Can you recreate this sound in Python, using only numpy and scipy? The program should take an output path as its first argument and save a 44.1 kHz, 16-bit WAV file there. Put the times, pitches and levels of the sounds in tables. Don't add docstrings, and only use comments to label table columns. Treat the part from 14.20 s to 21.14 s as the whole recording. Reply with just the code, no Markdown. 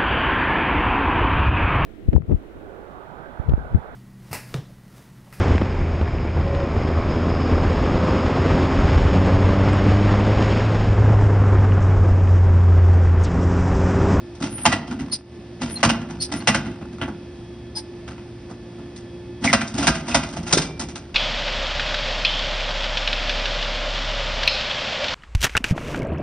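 import sys
import numpy as np
from scipy import signal
from scipy.fft import rfft, irfft, next_fast_len
from scipy.io import wavfile
from scipy.ndimage import uniform_filter1d

SR = 44100
rng = np.random.default_rng(int(sys.argv[2]) if len(sys.argv) > 2 else 0)


def unload_audio(sound):
    columns = np.transpose(np.atleast_2d(sound))
    steps = np.round(np.clip(columns, -1, 1) * 32767)
    wavfile.write(sys.argv[1], SR, steps.astype(np.int16))


N = 306230
TIME_S = np.arange(N) / SR
FFT_SIZE = next_fast_len(N + SR)
FREQ_HZ = np.fft.rfftfreq(FFT_SIZE, 1 / SR)
QUADRATURE_RAD = np.array([[0], [np.pi / 2]])

# (push [s], slam [s], rebound [s], push [dB], scrape [dB], slam [dB], rebound [dB], thud [dB], snap
# [dB], crack [dB], slam hold [s], slam spot [Hz], rebound spot [Hz])
SHOVES = [(0.22, 0.4525, 0.517, -29.5, -48.5, -6, -12, -1, -0.5, 0, 0.014, 923, 1930),
          (1.412, 1.6291, 1.689, -30.5, -44, -11, -15.5, 1, -0.5, 0, 0.022, 1115, 2780),
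          (2.115, 2.272, 2.34, -30, -49.5, -9.5, -15.5, -1, -0.5, 1, 0.014, 2670, 1500),
          (5.237, 5.328, 5.406, -24, -30, -8.5, -21.5, -0.5, 0.5, 2, 0.011, 1320, 2510),
          (5.575, 5.669, 5.745, -28, -27, -7.5, -27.5, 0, -1.5, 2.5, 0.012, 1600, 2700),
          (5.876, 5.944, 6.026, -30, -31, -10.5, -29.5, -0.5, -2, 1.5, 0.013, 3550, 2500),
          (6.269, 6.325, 6.369, -43.5, -33.5, -14, -17.5, -5, -0.5, 10.5, .012, 3570, 3550)]


def flap():
    # (frequency [Hz], width [Hz], level [dB])
    cabinet_modes = [(69, 36, -10.5), (112.4, 12, -1), (160.3, 24, -3), (217, 34, 1), (241, 36, -1.5),
                     (260.5, 28, -2.5), (306, 17, -9.5)]
    flap_modes = [(554, 35, -5), (684, 40, 2), (790, 50, -6), (860, 60, 1), (930, 50, -5), (1190, 70, -3),
                  (1380, 100, 4), (1540, 70, -1), (1760, 60, -7), (1965, 70, 4), (2150, 50, -6),
                  (2490, 80, -2), (2720, 100, 2), (3130, 75, -0.5)]
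    trim_modes = [(3590, 250, 6), (4060, 110, 4.5), (4700, 120, 6.5), (4920, 130, 10), (5260, 150, 11),
                  (5745, 220, 11), (6150, 100, 6), (6260, 70, 7.5), (8400, 250, 5), (9250, 320, 0.5)]
    # (frequency [Hz], level [dB])
    clack_spectrum = [(250, -24), (470, -13), (660, 0), (1000, -1), (1400, -3), (2300, -0.5), (3200, -1),
                      (4000, -16), (6000, -43.5)]
    crack_spectrum = [(1500, -95.5), (2900, -51.5), (3500, 0.5), (4400, 2), (5700, 5), (6500, 3.5),
                      (7200, 2), (8400, 4.5), (9600, -5.5), (14000, -43.5)]
    thud, clack, snap, crack = flap_forces()
    heavy = colour([(25, -21), (60, 4.5), (300, -4.5), (450, -16), (1000, -35.5)])
    cabinet = ringing(cabinet_modes) * heavy
    flap_peaks = abs(ringing(flap_modes)) * amp(curve([(250, -20), (500, 0), (3200, 0), (6000, -18)]))
    plate = causal(np.hypot(flap_peaks, amp(curve(clack_spectrum))))
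    trim_peaks = abs(ringing(trim_modes)) * amp(curve([(2000, -38.5), (3400, -4)]))
    trim = causal(np.hypot(trim_peaks, amp(curve(crack_spectrum))))
    soft = 1 / (1 + (FREQ_HZ / 1600) ** 10)
    plate_sound = through(clack, unit(plate * soft)) + through(snap, unit(plate * (1 - soft)))
    return through(thud, unit(cabinet)) + plate_sound + through(crack, unit(trim))


def flap_forces():
    # (time [s], level [dB], thud [dB], snap [dB], crack [dB], spot [Hz], rise [s])
    knocks = [(0.149, -52, -4, -3, 2.5, 3600, .003), (0.2, -40, 7.5, -9, 1, 660, .007),
              (0.378, -42, -7.5, 2.5, -3, 2300, .007), (0.668, -35.5, 4, -2, -2, 680, 0.011),
              (0.705, -29, 0, -5.5, -6.5, 1320, .009), (0.789, -34, 2, -4, -3.5, 1960, 0.0095),
              (1.74, -29.5, -6.5, -8, -16, 1350, .006), (1.812, -39, -1, -4, -8, 1710, .006),
              (1.9, -37, 4.5, -4.5, -3, 900, .007), (2.205, -43.5, 0, -1, -10, 1960, .007),
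              (2.455, -35.5, 4, -3.5, -7.5, 1490, 0.0076), (2.51, -43, -2.5, -4, -9, 1490, 0.0064),
              (2.61, -41.5, 5, -9, -16, 580, .007), (2.725, -47.5, 9.5, -5, -3, 1380, .007),
              (2.812, -27.5, -2, -0.5, -11, 1830, .004), (2.877, -32, 1, -20, -17, 860, .003),
              (3.875, -40, -2, -0.5, -3.5, 1100, .004), (3.905, -42, -2, -3.5, -6, 1290, .007),
              (3.975, -46, -1, -3, -11, 1000, .006), (4.295, -38.5, -3.5, -16, -8, 990, 0.0077),
              (4.58, -46, 7.5, -15, -12, 900, .012), (4.76, -52, -8, 2.5, 12.5, 3480, .004),
              (5.208, -45, 9, -9, -1, 900, .012), (5.474, -43.5, 2.5, -5, 15.5, 3700, .003),
              (5.538, -37.5, 6, -1, 5, 680, .003), (5.579, -28, -3, -2.5, 1.5, 700, .002),
              (5.626, -28, -1, -5, 3, 2740, 0.0053), (6.085, -46, 3.5, -4, 11.5, 3700, .004),
              (6.125, -36.5, 1, -3.5, 1.5, 1140, 0.0076), (6.161, -31.5, -1, -3, -0.5, 634, 0.0088),
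              (6.228, -47.5, 5, -1, 4.5, 5350, .003), (6.414, -29.5, -6, 3, 9, 3320, 0.0033),
              (6.594, -33, -5, -3.5, 8, 550, .002), (6.609, -35, -3.5, -2, -1, 795, .005),
              (6.685, -41, -1.5, -1, 4, 550, .002), (6.754, -37.5, -20, -1.5, 4, 2300, .002)]
    push = dict(spot_hz=670, rise_s=0.0089, hold_s=0.004, t60_s=0.2, thud_db=6.5, crack_db=1)
    slam = dict(rise_s=0.002, t60_s=0.073, thud_db=-4, crack_db=-1.5, thud_delay_s=0.004)
    rebound = dict(rise_s=0.01, hold_s=0.011, t60_s=0.087, thud_db=-1.5, crack_db=-3)
    knock = dict(hold_s=0.0045, t60_s=0.14, thud_db=5.5, crack_db=-1)
    force = np.zeros((4, 2, N))
    for (push_s, slam_s, rebound_s, push_db, scrape_db, slam_db, rebound_db,
         *tone_db, slam_hold_s, slam_hz, rebound_hz) in SHOVES:
        add(force, push_s, blow(push_db, tone_db, **push))
        add(force, *swing(push_s, slam_s, scrape_db, thud_db=tone_db[0]))
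        add(force, slam_s, blow(slam_db, tone_db, slam_hz, hold_s=slam_hold_s, **slam))
        add(force, rebound_s, blow(rebound_db, tone_db, rebound_hz, **rebound))
    for start_s, db, *tone_db, spot_hz, rise_s in knocks:
        add(force, start_s, blow(db, tone_db, spot_hz, rise_s, **knock))
    return force


def blow(db, tone_db, spot_hz, rise_s, hold_s, t60_s, thud_db, crack_db, thud_delay_s=0):
    spot_db, spot_width_hz = 5, 190
    t = np.arange(SR // 3) / SR
    thud_age = np.maximum(t - thud_delay_s, 0) / 1.69
    age = np.array([thud_age, t, t, t])[:, None]
    envelope = np.minimum(age / rise_s, 1) * amp(db - 60 * np.maximum(age - hold_s, 0) / t60_s)
    thud, snap, crack = tone_db
    shares = amp([thud_db + thud, -0.8, snap - 0.4, crack_db + crack])
    force = shares[:, None, None] * envelope * chatter(t, grain_db=3.5)
    spot = signal.lfilter(*signal.iirpeak(spot_hz, spot_hz / spot_width_hz, fs=SR), force)
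    return force + (amp(spot_db) - 1) * spot


def swing(push_s, slam_s, scrape_db, thud_db):
    brush_s, free_s = 0.03, 0.012
    settle_s, settle_db_per_s = 0.62, 11
    swell_db, fade_db_per_s = 5.5, 105
    travel_s = slam_s - push_s
    t = np.arange(-brush_s, travel_s + settle_s, 1 / SR)
    after_s = np.maximum(t - travel_s, 0)
    contact = np.interp(t, [t[0], 0, t[-1] - 0.05, t[-1]], [0, 1, 1, 0]) ** 2
    rumble = amp(-38 + thud_db - settle_db_per_s * after_s)
    scrape = amp(scrape_db + swell_db * np.minimum(t / travel_s, 1) - fade_db_per_s * after_s)
    scrape *= amp(np.interp(t - travel_s, [-2 * free_s, -free_s, 0, free_s], [0, -4, -4, 0]))
    envelopes = np.array([rumble, scrape * amp(-7), scrape * amp(-8), scrape * amp(-8.5)])
    drag = envelopes[:, None] * chatter(t, grain_db=2.5)
    drag[1:] *= unit(amp(3.5 * drift(len(t), rate_hz=130)))
    ticks = rumble * amp(-10) * loose_goods(t) * chatter(t, grain_db=2.5)
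    rattle = np.array([0, 1, amp(-7.5), amp(-10)])[:, None, None] * ticks
    return push_s - brush_s, (drag + rattle) * contact


def chatter(t, grain_db):
    sizes = amp(grain_db * drift(len(t), 900))
    return unit(sizes * rng.standard_normal((2, 2 * SR))[:, :len(t)])


def loose_goods(t, ticks_per_s=55, decay_s=0.0036, spread_db=13):
    chance, size = rng.random((2, 2 * SR))[:, :len(t)]
    impulses = (chance < ticks_per_s / SR) * amp(spread_db * size)
    return unit(signal.lfilter([1], [1, -np.exp(-1 / (decay_s * SR))], impulses))


def panel_ring(rise_s=0.006, spread_db=1.5):
    # (frequency [Hz], level re slam [dB], t60 [s])
    modes = [(553, -16.5, .2), (683, -11, 0.15), (940, -18, 0.14), (655, -20, 0.38), (867, -12.5, .14),
             (1232, -16.5, .4), (1378, -7.5, 0.14), (1554, -13.5, .22), (1954, -10, 0.14),
             (2060, -25.5, 0.45), (2172, -22, .35), (2470, -17.5, 0.37), (2730, -13.5, 0.14),
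             (3120, -17.5, .26), (4760, -23.5, .2)]
    sound, t = np.zeros((2, N)), np.arange(SR // 2) / SR
    attack = np.minimum(t / rise_s, 1)
    for _, slam_s, _, _, _, slam_db, *_ in SHOVES:
        for hz, db, t60_s in modes:
            decay = amp(slam_db + db + spread_db * rng.standard_normal() - 60 * t / t60_s)
            phase = 2 * np.pi * (hz * t + rng.random((2, 1)))
            add(sound, slam_s, attack * decay * np.sin(phase))
    return sound


def panel_bumps():
    # (time [s], pitch [Hz], level [dB], swell [s])
    flexes = [(0.222, 278, -24.5, 0.015), (0.453, 256, -23, 0.024), (0.458, 146, -24, .016),
              (0.685, 247.6, -24, .02), (0.785, 276.6, -27.5, .022), (1.411, 255.4, -26, .018),
              (1.632, 229, -12, .017), (2.112, 289, -26.5, 0.022), (2.272, 216, -22, 0.019),
              (5.234, 269.3, -20.5, 0.026), (5.329, 248.4, -19.5, .02), (5.574, 277, -22, 0.016),
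              (5.668, 217.4, -19, 0.018), (5.875, 236, -24, .016), (5.945, 257, -18, 0.016),
              (6.18, 168, -25.5, .015), (6.326, 308, -22.5, .01), (6.372, 161, -19.5, 0.02),
              (6.374, 56.3, -23, .012)]
    sound, t = np.zeros((2, N)), np.arange(SR // 3) / SR
    for start_s, hz, db, swell_s in flexes:
        age = t / swell_s
        add(sound, start_s, amp(db) * age * np.exp(1 - age) * np.sin(2 * np.pi * hz * t))
    return sound


def bin_boom():
    # (time [s], level [dB], t60 [s])
    booms = [(6.329, -12.5, 0.2), (6.369, -9.5, 0.084)]
    # (frequency [Hz], width [Hz], level [dB])
    modes = [(58, 30, -8), (162, 28, 6), (268, 42, -2.5), (332, 33, 4.5), (374, 27, -5), (566, 150, -3.5)]
    force, t = np.zeros((2, N)), np.arange(SR // 3) / SR
    for start_s, db, t60_s in booms:
        add(force, start_s, amp(db - 60 * t / t60_s) * chatter(t, grain_db=4))
    body = ringing(modes) * colour([(20, -13), (50, 4), (550, 0), (1200, -20)])
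    return through(force, unit(body))


def wire_spiral(start_s=6.375, hz=2350, db=-38, t60_s=0.9):
    t = np.maximum(TIME_S - start_s, 0)
    return amp(db - 60 * t / t60_s) * np.sin(2 * np.pi * hz * t)


def hinge_squeals():
    # (time [s], length [s], pitch [Hz], glide [Hz], jitter [Hz], roughness [0-1], level [dB])
    squeals = [(0.289, 0.13, 9620, -380, 65, 0.23, -31), (0.38, 0.12, 9570, 352, 76, 0.27, -31),
               (0.908, 0.054, 4290, 0, 30, .35, -30), (0.912, 0.04, 9205, 0, 30, 0, -25.5),
               (0.921, 0.031, 5110, -60, 50, .25, -26), (1.48, 0.11, 9600, -350, 80, 0.4, -32),
               (1.553, 0.034, 4180, -58, 30.4, 0, -28.5), (1.995, 0.046, 4340, -2, 35, 0.32, -30),
               (2.0, 0.057, 9270, 60, 55, .5, -29.5), (2.141, 0.076, 9640, 0, 36, 0, -38.5),
               (2.199, 0.024, 4300, 4, 30.1, .3, -43.5), (3.547, 0.05, 4990, 50, 40, 0.27, -28),
               (3.55, 0.049, 9507, -1, 25, .25, -40), (3.547, 0.072, 870, -12, 12, .3, -43),
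               (3.555, 0.055, 1640, 2, 30, .4, -52), (5.252, 0.075, 2080, -260, 130, .8, -21),
               (5.902, 0.042, 2590, -120, 90, .8, -34)]
    sound = np.zeros((2, N))
    for start_s, length_s, hz, glide_hz, jitter_hz, rough, db in squeals:
        envelope = hinge_grip(length_s, db)
        count = len(envelope)
        pitch_hz = hz + glide_hz * np.linspace(-0.5, 0.5, count) + jitter_hz * drift(count, 700)
        phase = 2 * np.pi * np.cumsum(pitch_hz) / SR + QUADRATURE_RAD
        uneven = unit(1 - rough + rough * (drift(count, 350) + 1j * drift(count, 350)))
        add(sound, start_s, envelope * np.sqrt(2) * (uneven * np.exp(1j * phase)).imag)
    return sound


def hinge_creaks(rasp_db=-6, fade_db=11):
    # (time [s], length [s], level [dB], main mode [Hz], width [Hz], side modes re level [dB])
    creaks = [(0.912, 0.068, -30.5, 4860, 180, -3), (1.996, 0.085, -30.5, 5000, 200, -2),
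              (3.546, 0.076, -35.5, 5050, 200, -1.5)]
    # (frequency [Hz], width [Hz], level [dB])
    side_modes = [(3590, 50, -8), (4070, 50, -2), (4320, 70, 3), (4785, 50, 1), (5410, 60, -5),
                  (5650, 90, -6), (8480, 80, -3.5), (8600, 80, -4), (8900, 80, -4), (9200, 110, 0),
                  (9400, 60, -4)]
    # (frequency [Hz], level [dB])
    rasp_spectrum = [(2500, -15), (3800, -14), (4300, -18), (5100, -8), (5700, -0.5), (6400, -15),
                     (7300, -20.5), (8400, 6), (9500, -9), (12000, -17.5)]
    rasp = amp(rasp_db) * unit(colour(rasp_spectrum))
    side = unit(ringing(side_modes))
    sound = np.zeros((2, N))
    for start_s, length_s, db, hz, width_hz, side_db in creaks:
        envelope = hinge_grip(length_s, db)
        envelope *= amp(fade_db * np.linspace(0.5, -0.5, len(envelope)))
        slips = np.zeros((2, N))
        add(slips, start_s, envelope * rng.standard_normal((2, SR // 4))[:, :len(envelope)])
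        main = unit(ringing([(hz, width_hz, 0)]))
        sound += through(slips, main + rasp + amp(side_db) * side)
    return sound


def hinge_grip(length_s, db):
    count = int(length_s * SR)
    return amp(db + 2.2 * drift(count, 350)) * signal.windows.tukey(count, 0.85)


def machine_hum():
    # (frequency [Hz], level [dB])
    partials = [(75.4, -54), (118.4, -46.5), (172.8, -52.5), (231, -53.5), (290.7, -56), (349.9, -42.5),
                (522.5, -63), (869, -67.5), (1744, -65.5), (2557, -68.5), (3311, -69.5), (3596, -72)]
    # (time [s], gain [dB])
    nearness = [(0, 0.5), (0.9, -1.5), (1.4, 0), (3.0, 1), (4.4, 0), (5.1, 2.5), (5.4, 0.5), (6.2, -1.5),
                (6.6, -3), (6.94, -6.5)]
    # (frequency [Hz], density [dB/Hz])
    air_spectrum = [(20, -102), (42, -73.5), (65, -63), (100, -67), (140, -71), (200, -67), (255, -67),
                    (320, -73), (390, -73), (445, -79), (620, -78.5), (900, -85), (1350, -89),
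                    (3400, -91.5), (4000, -94), (4800, -92), (6500, -100), (9600, -102)]
    tones = np.zeros((2, N))
    for hz, db in partials:
        phase = 2 * np.pi * np.cumsum(hz + 3 * drift(N, 45)) / SR + QUADRATURE_RAD
        flutter_db = 2.6 * drift(N, 40) + 3 * min(hz / 3000, 1) * drift(N, 2)
        tones += np.sqrt(2) * amp(db + flutter_db) * np.sin(phase)
    air = through(rng.standard_normal((2, N)), amp(curve(air_spectrum)) * np.sqrt(SR / 2))
    air *= amp(0.57 * drift(N, 8.2))
    return air + tones * amp(np.interp(TIME_S, *np.transpose(nearness)))


def mic_handling(hz=58, width_hz=32):
    # (time [s], level [dB])
    levels = [(5.9, -80), (6.15, -41), (6.4, -35), (6.7, -43), (6.94, -48)]
    rumble = through(rng.standard_normal((2, N)), unit(ringing([(hz, width_hz, 0)]) ** 2))
    return rumble * amp(np.interp(TIME_S, *np.transpose(levels)))


def room_tail(x, rise_s=0.0024):
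    # (frequency [Hz], t60 [s])
    decay_times = [(100, 0.93), (300, 0.73), (1000, 0.41), (2500, 0.37), (5000, 0.34), (10000, 0.21)]
    hz, t, bands = signal.stft(rng.standard_normal((2, SR)), SR, nperseg=256)
    bands = bands * amp(-60 * t / curve(decay_times, hz)[:, None]) * np.minimum(t / rise_s, 1)
    tail = signal.istft(bands, SR, nperseg=256)[1][:, :SR]
    return through(x, rfft(tail / np.linalg.norm(tail[0]), FFT_SIZE))


def level_dips(fall_s=0.095):
    # (time [s], depth [dB], recovery [s])
    dips = [(0.937, 8.5, 0.11), (2.035, 1, 0.057)]
    return amp(sum(np.interp(TIME_S, [s, s + fall_s, s + fall_s + back_s], [0, -db, 0])
                   for s, db, back_s in dips))


def mic_ports(left, other):
    # (frequency [Hz], coherence [0-1])
    likeness = [(300, 1), (700, 0.85), (1900, 1), (2500, 0.68), (3600, 0.54), (4500, 0.29), (5400, 0.71),
                (6200, 0.91), (6800, 1), (7800, 0.99), (9000, 0.88), (9800, 0.099)]
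    # (frequency [Hz], gain [dB])
    tilt = [(100, 0), (300, .8), (650, 2), (1000, 1.3), (1400, 0), (2300, 1.5), (3200, 0), (9000, 0)]
    # (frequency [Hz], phase [rad])
    lead = [(2050, 0), (2400, .9), (3500, .9), (3800, .4), (4450, .9), (5000, .15), (6200, 1.9),
            (6700, 2.95), (7500, 3.15), (8150, 3.45), (9450, 5.5), (9800, 6.5)]
    coherence = curve(likeness)
    port = amp(curve(tilt)) * np.exp(-1j * curve(lead))
    right = through(left, coherence * port) + through(other, np.sqrt(1 - coherence ** 2) * port)
    return np.array([left, right])


def amp(db):
    return 10 ** (np.asarray(db) / 20)


def unit(x):
    return x / np.sqrt(np.mean(abs(x) ** 2) + 1e-20)


def curve(points, hz=FREQ_HZ):
    points_hz, values = np.transpose(points)
    return np.interp(np.log(hz + 1), np.log(points_hz + 1), values)


def drift(count, rate_hz):
    knots = rng.standard_normal(4096)
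    return np.interp(np.arange(count) * rate_hz / SR % 4095, np.arange(4096), knots)


def add(mix, start_s, sound):
    part = mix[..., max(round(start_s * SR), 0):][..., :sound.shape[-1]]
    part += sound[..., :part.shape[-1]]


def through(x, response):
    return irfft(rfft(x, FFT_SIZE) * response, FFT_SIZE)[..., :N]


def causal(gain):
    log_gain = np.log(gain)
    mirrored = np.concatenate([log_gain, log_gain[1:FFT_SIZE - len(FREQ_HZ) + 1][::-1]])
    return np.exp(np.conj(signal.hilbert(mirrored)))[:len(FREQ_HZ)]


def colour(points):
    return causal(amp(curve(points)))


def ringing(modes):
    return sum(amp(db) * 1j * FREQ_HZ * width_hz / (hz ** 2 - FREQ_HZ ** 2 + 1j * FREQ_HZ * width_hz)
               for hz, width_hz, db in modes)


def scene():
    impacts = flap() + panel_ring() + panel_bumps() + bin_boom() + wire_spiral()
    squeaks = hinge_squeals() + hinge_creaks()
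    tail = room_tail(amp(-12.5) * impacts + amp(-19) * squeaks)
    mix = (impacts + squeaks + tail + machine_hum() + mic_handling()) * level_dips()
    return mic_ports(*mix)


def record(dry, threshold_db=-14.5, duck_db_per_db=0.56, ceiling=0.85, cutoff_hz=9680):
    power_db = 10 * np.log10(abs(uniform_filter1d((dry ** 2).mean(0), size=300)) + 1e-12)
    release_db = 43.5 * TIME_S
    held_db = np.maximum.accumulate(power_db + release_db) - release_db
    over_db = np.maximum(held_db - threshold_db, 0)
    ducked = dry / amp(duck_db_per_db * uniform_filter1d(over_db, size=150))
    lowpass = 1 / np.sqrt(1 + (FREQ_HZ / cutoff_hz) ** 100)
    return through(ceiling * np.tanh(ducked / ceiling), lowpass)


dry = scene()
out = record(dry)
unload_audio(out)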